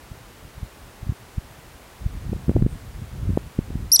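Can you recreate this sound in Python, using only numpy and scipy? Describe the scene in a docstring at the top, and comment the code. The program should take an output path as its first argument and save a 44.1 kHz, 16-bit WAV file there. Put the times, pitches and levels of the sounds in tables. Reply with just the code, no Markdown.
"""Ground squirrel in gusty wind

A ground squirrel gives one sharp, arching chirp and starts a second, raspy one: a slower vibration
in its throat modulates the whistle. The rocks scatter back a faint echo. Before the call, turbulent
gusts rumble on the microphone and single eddies thump against it, over a quiet hiss."""
import sys
import numpy as np
from scipy import signal
from scipy.fft import rfft, irfft, next_fast_len
from scipy.io import wavfile
from scipy.ndimage import map_coordinates

SR = 44100
rng = np.random.default_rng(int(sys.argv[2]) if len(sys.argv) > 2 else 0)


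def pcm_store(signal):
    """Save signal as 16-bit PCM."""
    levels = np.round(np.clip(np.atleast_2d(signal), -1, 1) * 32767)
    wavfile.write(sys.argv[1], SR, levels.astype(np.int16).T)


N = 176400


def squirrel():
    """Two calls, each a gliding tone whose pitch contour sets how pure or raspy it is."""
    # the arching whistle: (time [s], pitch [Hz], level [dB])
    first_chirp = [(3.9167, 4080, -33), (3.9185, 4870, -12.5), (3.921, 5280, -12.5), (3.926, 5540, -10.5),
                   (3.931, 5780, -13.5), (3.9365, 5800, -10), (3.942, 5885, -13.5), (3.950, 5820, -10),
                   (3.956, 5640, -14), (3.9615, 5160, -9), (3.965, 4200, -17), (3.969, 3630, -30),
                   (3.972, 3320, -53)]
    # the low start of the next: (time [s], pitch [Hz], level [dB])
    second_chirp = [(3.991, 3140, -38), (3.993, 3555, -21), (3.9955, 3884, -14), (4.0, 4097, -12)]
    return chirp(first_chirp) + chirp(second_chirp)


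def chirp(contour):
    """Frequency and amplitude modulation by a slower throat vibration add rasping sidebands at low pitch."""
    # harmonics 1 to 3: (level when clear [dB], gain per unit of rasp [dB])
    harmonics = [(-0.5, -4), (-6, 16.5), (-36, 38)]
    # breath noise: (frequency [Hz], level [dB])
    breath_spectrum = [(2000, -41), (4000, -6), (6000, 3), (9500, 9), (12000, -3), (15500, -23)]
    clear_hz, hoarse_hz = 5060, 3880  # no rasp above the first pitch, full rasp below the second
    rasp_max, rasp_hz, swing_hz = 0.39, 830, 1250  # greatest depth, rate, pitch swing per unit of rasp
    jitter, jitter_hz, breath_db = 0.0026, 900, -34
    t = np.arange(N) / SR
    pitch, level_db = curves(contour)
    rasp = rasp_max * np.clip((clear_hz - pitch) / (clear_hz - hoarse_hz), 0, 1)
    modulation = rasp * np.sin(2 * np.pi * rasp_hz * t)
    frequency = pitch * (1 + jitter * wobble(jitter_hz)) + swing_hz * modulation
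    phase = 2 * np.pi * np.cumsum(frequency) / SR
    whistle = sum(amp(db + gain_db * rasp) * np.sin(k * phase)
                  for k, (db, gain_db) in enumerate(harmonics, 1))
    voice = np.sqrt(2) * (1 + modulation) * whistle
    breath = amp(breath_db) * noise(breath_spectrum)
    sounding = (t >= contour[0][0]) & (t <= contour[-1][0])
    return sounding * amp(level_db) * (voice + breath)


def rock_echo(call):
    """Diffuse scattering: the stony slope's many reflections form a decaying, noisy impulse response."""
    # colour of the echo: (frequency [Hz], gain [dB])
    echo_colour = [(3000, -32), (5800, 5.5), (9000, -4), (12000, -14)]
    scatter_db, t60_s = -17, 0.62  # level before colouring, time to decay by 60 dB
    t = np.arange(SR // 4) / SR
    response = rng.standard_normal(len(t)) * amp(-60 * t / t60_s)
    response *= amp(scatter_db) / np.linalg.norm(response)
    return coloured(signal.fftconvolve(call, response)[:N], echo_colour)


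def eddies():
    """Convected pressure pulses: the faster an eddy passes, the higher its thump. The hardest also crack."""
    # eddies striking the microphone: (time [s], envelope peak [dB], centre frequency [Hz])
    impacts = [(0.1185, -24, 116), (0.583, -28, 79.6), (0.632, -18, 107), (1.0318, -21.5, 92),
               (1.0703, -24.5, 158), (1.0951, -13, 121), (1.1015, -14.5, 98), (1.1223, -19, 139),
               (1.3826, -12.5, 104), (2.0637, -10.5, 86), (2.2956, -14.5, 111), (2.3217, -15, 132),
               (2.3303, -12, 215), (2.333, -18, 426), (2.364, -22, 177), (2.4842, -9, 164),
               (2.495, -4, 250), (2.5029, -13, 164), (2.5148, -17, 340), (2.556, -13, 112),
               (2.562, -7, 197), (2.5653, -5.5, 343), (2.5756, -13, 175), (2.6245, -4.5, 172),
               (2.65, -14, 93), (2.6646, -6, 216), (3.021, -30, 143), (3.23, -19.5, 134),
               (3.2937, -13, 184), (3.304, -12, 152), (3.3138, -30, 76), (3.3354, -16.5, 137),
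               (3.3575, -17.5, 111), (3.3747, -4.5, 385), (3.5905, -5.5, 210), (3.706, -20.5, 234),
               (3.7563, -12, 150)]
    full_crack_db, crack_hz = -20, 1430
    knee_db, fade = -3, 5.4  # the crack loses `fade` dB for each dB an eddy falls below the knee
    t, pressure = np.arange(N) / SR, np.zeros(N)
    phases = rng.uniform(0, 2 * np.pi, len(impacts))  # set how lopsided each pulse is
    for (time_s, db, hz), phase in zip(impacts, phases):
        near = abs(t - time_s) < .1
        lag = t[near] - time_s
        thump = amp(db) * pressure_pulse(lag, hz)
        crack = amp(full_crack_db - fade * max(knee_db - db, 0)) * pressure_pulse(lag, crack_hz)
        pressure[near] += (np.exp(1j * phase) * (thump + crack)).real
    return pressure


def pressure_pulse(t, hz):
    """One pressure swing as an analytic signal; its duration is inverse to its centre frequency."""
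    smoothness = 2.58  # larger: a rounder thump with less treble
    return (1 - 2j * np.pi * hz * t / smoothness) ** -smoothness


def wind_rumble():
    """Turbulent pressure on the microphone: low, lumpy noise that follows the gusts."""
    # strength of the gusts: (time [s], level [dB])
    gusts = [(0, -47.5), (.3, -45.5), (.4, -52), (.45, -40.5), (.5, -48), (.6, -43), (.7, -49.5),
             (.98, -51), (1.08, -29), (1.17, -52), (1.45, -47.5), (1.96, -51), (2.04, -38.5), (2.3, -30),
             (2.44, -35), (2.6, -24), (2.7, -29.5), (2.78, -36.5), (2.92, -36.5), (3.02, -27), (3.1, -39),
             (3.3, -23), (3.45, -44), (3.56, -39.5), (3.7, -27.5), (3.83, -26.5), (3.9, -39.5), (4, -51)]
    # turbulence: (frequency [Hz], level [dB])
    rumble_spectrum = [(15, -28), (30, -2.5), (55, 2.5), (115, -3), (180, -12), (300, -21.5), (500, -32),
                       (1000, -52), (3000, -100)]
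    buffet_db, buffet_hz = 4, 30.34  # depth and rate of the lumps
    wind_db, = curves(gusts)
    turbulence = noise(rumble_spectrum) * amp(buffet_db * wobble(buffet_hz))
    return amp(wind_db) * unit(turbulence)


def air_hiss():
    """Broadband ambient noise of the open air, steady but for one brief dip."""
    # hiss envelope: (time [s], level [dB])
    hiss_levels = [(0, -47.5), (2.49, -47.5), (2.59, -48.5), (2.65, -51.5), (2.72, -47.5), (4, -48)]
    # hiss colour: (frequency [Hz], level [dB])
    hiss_spectrum = [(20, -6), (150, 0), (300, 0.5), (550, -1.5), (900, -2.5), (2000, -7.5), (2600, -10),
                     (5500, -15.5), (10000, -17.5), (15500, -20.5)]
    level_db, = curves(hiss_levels)
    return amp(level_db) * noise(hiss_spectrum)


def high_lisp():
    """Narrow-band noise under a Gaussian envelope, heard as a faint, brief lisp."""
    peak_s, width_s, peak_db = 2.712, 0.028, -57.5
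    centre_hz, width_hz = 8800, 650
    band = filtered(rng.standard_normal(N), lambda hz: np.exp(-.5 * ((hz - centre_hz) / width_hz) ** 2))
    swell = np.exp(-.5 * ((np.arange(N) / SR - peak_s) / width_s) ** 2)
    return amp(peak_db) * unit(band) * swell


def amp(db):
    """Decibels to amplitude ratio."""
    return 10 ** (np.asarray(db) / 20)


def unit(x):
    """Normalisation to rms 1."""
    return x / np.sqrt(np.mean(x ** 2) + 1e-20)


def curves(rows):
    """Linear interpolation, per sample, of each column after the time."""
    times, *columns = np.transpose(rows)
    return [np.interp(np.arange(N) / SR, times, column) for column in columns]


def wobble(rate):
    """Smooth random fluctuation: a spline through `rate` knots a second."""
    knots = rng.standard_normal(int(N * rate / SR) + 4)
    return map_coordinates(knots, [np.arange(N) * rate / SR])


def filtered(x, response):
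    """Linear filtering: the spectrum of x times a frequency response."""
    size = next_fast_len(N + SR // 2)
    return irfft(rfft(x, size) * response(np.fft.rfftfreq(size, 1 / SR)), size)[:N]


def coloured(x, points):
    """Spectral shaping by (frequency [Hz], gain [dB]) points on a log frequency axis."""
    freqs, db = np.transpose(points)
    return filtered(x, lambda hz: amp(np.interp(np.log(hz + 1), np.log(freqs + 1), db)))


def noise(points):
    """Gaussian noise of rms 1 with the given spectral shape."""
    return unit(coloured(rng.standard_normal(N), points))


def scene():
    """Superposition of wind and hiss, the squirrel and its echo."""
    air = eddies() + air_hiss() + high_lisp() + wind_rumble()
    call = squirrel()
    return (air + call + rock_echo(call))[None]


def record(dry):
    """Band limiting: the microphone rolls off the deepest bass and nothing passes above the top limit."""
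    low_cut_hz, top_hz = 26, 15850
    return filtered(dry[0], lambda hz: (hz < top_hz) * hz ** 2 / np.hypot(hz ** 2, low_cut_hz ** 2))[None]


dry = scene()
out = record(dry)
pcm_store(out)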